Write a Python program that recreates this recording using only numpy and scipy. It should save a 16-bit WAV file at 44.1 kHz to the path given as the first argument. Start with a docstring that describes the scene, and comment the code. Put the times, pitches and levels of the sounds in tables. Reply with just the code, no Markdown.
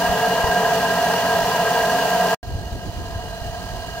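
"""Small water turbine beside a creek

It runs steadily in a wooden box, heard close up and, after a short silence, from a few steps away.
Its wheel hums at multiples of the shaft speed. The water jet breaking on the wheel's cups sets the box
and drain pipe droning, and spray hisses inside. Gusts of wind and single swirls of air buffet the
microphone, mostly in the far position."""
import sys
import numpy as np
from scipy import signal
from scipy.fft import rfft, irfft
from scipy.io import wavfile
from scipy.ndimage import uniform_filter1d

SR = 44100
rng = np.random.default_rng(int(sys.argv[2]) if len(sys.argv) > 2 else 0)


def materialize(psi):
    """Save the field psi as 16-bit PCM at rate SR to the path in sys.argv[1].

    A 1-D psi becomes a single channel; in a 2-D psi each row is a channel.
    """
    bounded = np.clip(np.atleast_2d(psi).T, -1, 1)
    quanta = np.round(bounded * 32767).astype(np.int16)
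    wavfile.write(sys.argv[1], SR, quanta)


N = 176400
T, HZ = np.arange(N) / SR, np.fft.rfftfreq(N, 1 / SR)

# tone colour of the wind's rumble: f/Hz, relative level/dB
RUMBLE = [(10, -24), (28, -12), (55, -1), (90, -1), (140, -11), (260, -15.5), (400, -19), (800, -31),
          (2000, -63), (6000, -78)]
# gusts: peak t/s, half length/s, level/dB, left minus right/dB
GUSTS = [(0.1, 0.043, -39.5, 17), (0.478, 0.024, -47, 11), (1.413, 0.066, -38.5, 11),
         (2.555, 0.073, -29, -0.5), (2.646, 0.025, -32.5, -3), (2.757, 0.036, -27.5, -0.5),
         (2.867, 0.031, -27.5, 0), (2.995, 0.03, -27.5, 0), (3.08, 0.041, -34.5, 1.5),
         (3.15, 0.069, -34, 1.5), (3.264, 0.041, -35, 1.5), (3.465, 0.022, -32, 0), (3.64, 0.032, -34, -3),
         (3.763, 0.046, -33, -4), (3.893, 0.016, -32, -5)]
# single swirls of air: t/s, peak level/dB, left minus right/dB
SWIRLS = [(.099, -26.5, 12), (.4455, -25, 19), (.492, -29, 16), (2.557, -20.5, 3), (2.596, -26.5, 1),
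          (2.666, -25, -2), (2.727, -22, 4), (2.758, -23.5, 1), (2.855, -23.5, 1), (2.895, -25.5, -1),
          (3.159, -21, -3), (3.422, -28, -15), (3.466, -22.5, 0), (3.497, -24, 0)]
# tone colour of the spray in each position: f/Hz, left level/dB, right level/dB
SPRAY_CLOSE = [(2200, -70.4, -70.6), (2600, -64.4, -66.1), (3000, -66.1, -65), (3600, -71.3, -68.3),
               (4300, -71.2, -64.6), (5200, -70.2, -67.3), (7100, -72.2, -68.7), (8350, -73.8, -78.2),
               (8700, -69.7, -77), (9050, -76.4, -78.2), (9400, -71.5, -75.4), (10000, -77, -84.4),
               (11000, -74.7, -83), (12000, -74, -75), (13000, -75.5, -77.5), (14400, -73.3, -72.7),
               (15700, -72.4, -73.4)]
SPRAY_FAR = [(2200, -85.5, -85), (2500, -82, -82), (3000, -81.4, -78.6), (3400, -85.7, -79.9),
             (4000, -88, -79.5), (4250, -86.9, -75), (4700, -84.6, -78.6), (5100, -86, -79.6),
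             (5400, -87.3, -82.7), (6600, -85.6, -80.8), (8200, -88.8, -91.3), (8700, -83.4, -93),
             (8950, -90.5, -91.1), (9500, -88.7, -91.7), (10600, -92.4, -95.5), (12000, -88.1, -96.5),
             (13000, -89.9, -96.4), (14000, -90.6, -91.6), (15600, -86.6, -91)]
# where the wet casing rings under the spray: f/Hz, width/Hz, boost/dB
CASING_RINGS = [(2380, 50, 6.5), (2800, 61, 4), (3053, 82, 6.5), (3380, 34, 4), (3463, 27, 4.5),
                (3985, 48, 6), (4370, 54, 7), (4850, 104, 4), (5000, 98, 4), (5980, 120, 3)]
# where the box and pipe ring: f/Hz, width/Hz, peak level/dB
BOX_RINGS = [(136, 25, -61), (179, 22.7, -49.5), (230, 11, -55.5), (270.6, 17, -55.5), (412.4, 22, -50.5),
             (457, 31, -52), (451.6, 13.6, -42.5), (497, 26.4, -49.5), (552, 34, -56), (623, 34, -48),
             (667, 31, -52.5), (706.4, 29.6, -40.5), (800, 24, -58), (840, 49, -50.5), (892, 19, -48.5),
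             (956.7, 36, -47), (1029, 20, -49.5), (1195, 99, -59.5), (1276, 79, -59), (1390, 50, -64.5),
             (1560, 36, -58), (1613, 29.3, -45.5), (1645, 26, -48), (1877, 109, -59.5), (2876, 39, -57),
             (4284, 45, -71)]
# churning water that fills in between those peaks: f/Hz, level/dB
CHURN = [(15, -92), (50, -63), (140, -72), (330, -66.5), (800, -71), (1100, -63), (1500, -97), (2000, -82),
         (3000, -80.5), (6000, -105)]
# tones of the wheel: multiple of the shaft speed, level/dB
WHEEL_TONES = [(2, -49), (3, -46), (4, -39.5), (6, -44.5), (10, -49), (14, -35.5), (15, -24), (16, -26.5),
               (17, -45.5), (23, -38.5), (30, -46.5), (31, -47.5), (36, -43.5), (43, -48.5), (44, -57.5)]
# how drone and hum reach each position: f/Hz, left gain/dB, right gain/dB, likeness of the sides (0-1)
PATH_CLOSE = [(60, 2, 2, 0.76), (216, 0, -0.5, 1), (403, 2, -4.5, 0.84), (670, -2.5, 0, 0.97),
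              (994, 0.5, -0.5, 0.94), (1620, 0.5, 0.9, 0.89), (2870, 5, 4.5, 0.21)]
PATH_FAR = [(60, -7, 9, 0.7), (190, -19.5, -15, 0.98), (398, -23, -21, 0.78), (606, -19, -17.5, 1),
            (970, -18, -17.5, 0.8), (1740, -16, -15.5, 1), (2850, -14, -6, 0.3), (4260, -8, -0.5, 0.53)]
# slow changes of loudness in each position: t/s, drone and hum gain/dB, spray gain/dB
LEVEL_CLOSE = [(0, -1, -2), (.4, 0, -2.5), (1.2, -0.2, -1.5), (2.35, -0.5, -1.65)]
LEVEL_FAR = [(2.43, -2.5, -2.5), (2.9, -1, -0.52), (3.25, 2.5, -0.3), (3.7, 2.5, 1.6), (4, 3, 1.5)]

SHAFT_HZ = 44.72  # turns a second
CLOSE_END_S, FAR_START_S = 2.3475, 2.429


def amp(db):
    """Turns decibels into a factor to multiply by."""
    return 10 ** (np.asarray(db) / 20)


def unit_level(x):
    """Scales a signal to an average strength (rms) of 1."""
    return x / np.sqrt(np.mean(x ** 2) + 1e-20)


def curves(table):
    """Joins the rows of a frequency table into one curve for each value column."""
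    f, *columns = np.transpose(table)
    return np.array([np.interp(np.log(HZ + 1), np.log(f + 1), c) for c in columns])


def drift(rate_hz):
    """A random wobble of strength 1, mostly slower than rate_hz."""
    spectrum = rfft(rng.standard_normal(N)) * (HZ > 0)
    return unit_level(irfft(spectrum / np.sqrt(1 + (HZ / rate_hz) ** 4), N))


def stereo(pair, likeness):
    """Blends two unrelated signals into left and right: likeness 0 is unrelated, 1 is the same."""
    likeness = np.clip(likeness, 0, 1)
    mid, side = np.sqrt((1 + likeness) / 2) * pair[0], np.sqrt((1 - likeness) / 2) * pair[1]
    return np.array([mid + side, mid - side])


def right_delay(lag_s):
    """Multiply a spectrum by this to make the sound arrive later on the right."""
    return np.exp(-2j * np.pi * HZ * np.array([[0], [lag_s]]))


def wind():
    """Air buffets the microphone: a light breeze with short gusts, the strong ones brighter."""
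    power = amp(np.where(T < FAR_START_S, -53, -39)) ** 2  # the breeze, close and far
    for peak_s, half_s, db, lean_db in GUSTS:
        gains = amp([[db + lean_db / 2], [db - lean_db / 2]])
        power = power + gains ** 2 * np.exp(-((T - peak_s) / half_s) ** 2)
    force = np.sqrt(power)
    noise = stereo(rng.standard_normal((2, N)), likeness=0.72)
    air = unit_level(irfft(rfft(noise) * amp(curves(RUMBLE)), N))
    # in a gust, the flapping above about 220 Hz grows faster than the rumble below
    flap = irfft(rfft(air) * HZ ** 2 / (HZ ** 2 + 220 ** 2), N)
    return force * (air - flap + flap * unit_level(force) ** 0.28)


def swirls(half_s=0.0026):
    """Each swirl of air pushes on the microphone, then pulls: one soft, low thump."""
    out = np.zeros((2, N))
    for centre_s, db, lean_db in SWIRLS:
        gains = amp([[db + lean_db / 2], [db - lean_db / 2]])
        offset = (T - centre_s) / half_s
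        out -= gains * offset * np.exp((1 - offset ** 2) / 2)
    return out


def spray(angle, colour, lag_s, drops_per_s=2500, drop_share=0.12, low_cut_hz=1730, alike_below_hz=3200):
    """Fine mist and separate drops hit the casing, a little harder once a turn."""
    hits = (rng.random((2, N)) < drops_per_s / SR) * rng.choice([-1, 1], (2, N))
    drops = hits * amp(-2.5 * np.minimum(rng.exponential(1, (2, N)), 5))  # some loud, some soft
    mist = rng.standard_normal((2, N))
    water = np.sqrt(1 - drop_share) * mist + np.sqrt(drop_share) * unit_level(drops)
    flow = (1 + 0.031 * np.cos(angle)) * amp(0.84 * drift(rate_hz=90))
    hiss = stereo(rfft(water * flow), likeness=np.exp(-(HZ / alike_below_hz) ** 2))
    hiss *= HZ ** 2 / np.hypot(HZ ** 2, low_cut_hz ** 2)
    ring_db = sum(db / (1 + (2 * (HZ - hz) / width) ** 2) for hz, width, db in CASING_RINGS)
    # small random peaks and dips, about 29 Hz wide, ripple across the hiss
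    ripple_db = 2 * unit_level(uniform_filter1d(rng.standard_normal((2, len(HZ))), round(29.2 / HZ[1])))
    shape = np.sqrt(SR / 2) * amp(curves(colour) + ring_db + ripple_db)
    return irfft(hiss * shape * right_delay(lag_s), N)


def box_drone(angle, likeness, steepness=1.9):
    """Spectrum of the box and pipe ringing as the rough, uneven jet pulses with each turn."""
    flow = (1 + 0.13 * np.cos(angle)) * amp(0.44 * drift(rate_hz=40))
    jet = unit_level(rng.standard_normal((2, N)) * flow) * np.sqrt(SR / 2)
    ring_power = sum(amp(db) ** 2 / (1 + (2 * (HZ - hz) / width) ** 2 / steepness) ** steepness
                     for hz, width, db in BOX_RINGS)
    churn_power = amp(curves(CHURN)[0]) ** 2
    return stereo(rfft(jet), likeness) * np.sqrt(churn_power + ring_power)


def wheel_hum(angle, flutter_hz=17.3):
    """The wheel's tones follow the shaft, each fluttering in loudness and timing with the flow."""
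    out = np.zeros(N)
    for multiple, db in WHEEL_TONES:
        phase = multiple * angle + 2 * np.pi * rng.random() + 0.25 * drift(flutter_hz)
        flutter = 1 + 0.24 * drift(flutter_hz)
        out += amp(db) * np.sqrt(2) * flutter * np.cos(phase)
    return out


def turbine(path, colour, levels, lag_s):
    """The whole machine from one position: a slightly wavering shaft paces drone, hum and spray."""
    speed_hz = SHAFT_HZ * (1 + 0.001 * drift(rate_hz=4.6))
    angle = 2 * np.pi * np.cumsum(speed_hz) / SR
    left_db, right_db, likeness = curves(path)
    travel = amp([left_db, right_db]) * right_delay(lag_s)
    drone_and_hum = irfft((box_drone(angle, likeness) + rfft(wheel_hum(angle))) * travel, N)
    hiss = spray(angle, colour, lag_s)
    times, drone_db, spray_db = np.transpose(levels)
    return drone_and_hum * amp(np.interp(T, times, drone_db)) + hiss * amp(np.interp(T, times, spray_db))


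def scene(fade_s=0.001, tail_db_per_s=-2400):
    """The close position, a moment of silence, then the far position."""
    tail = amp(-15.5 + tail_db_per_s * np.maximum(T - CLOSE_END_S, 0))  # the close sound dies away fast
    fade_out = np.clip((CLOSE_END_S - T) / fade_s, tail, 1)
    fade_in = np.clip((T - FAR_START_S) / fade_s, 0, 1)
    close = turbine(PATH_CLOSE, SPRAY_CLOSE, LEVEL_CLOSE, lag_s=0.000045)
    far = turbine(PATH_FAR, SPRAY_FAR, LEVEL_FAR, lag_s=0.00012)
    return fade_out * close + fade_in * far + (fade_out + fade_in) * (wind() + swirls())


def record(dry):
    """A steep filter removes the highest treble, above 15850 Hz."""
    low_pass = signal.firwin(767, 15850, window=("kaiser", 9), fs=SR)
    return signal.oaconvolve(dry, low_pass[None], "same")


dry = scene()
out = record(dry)
materialize(out)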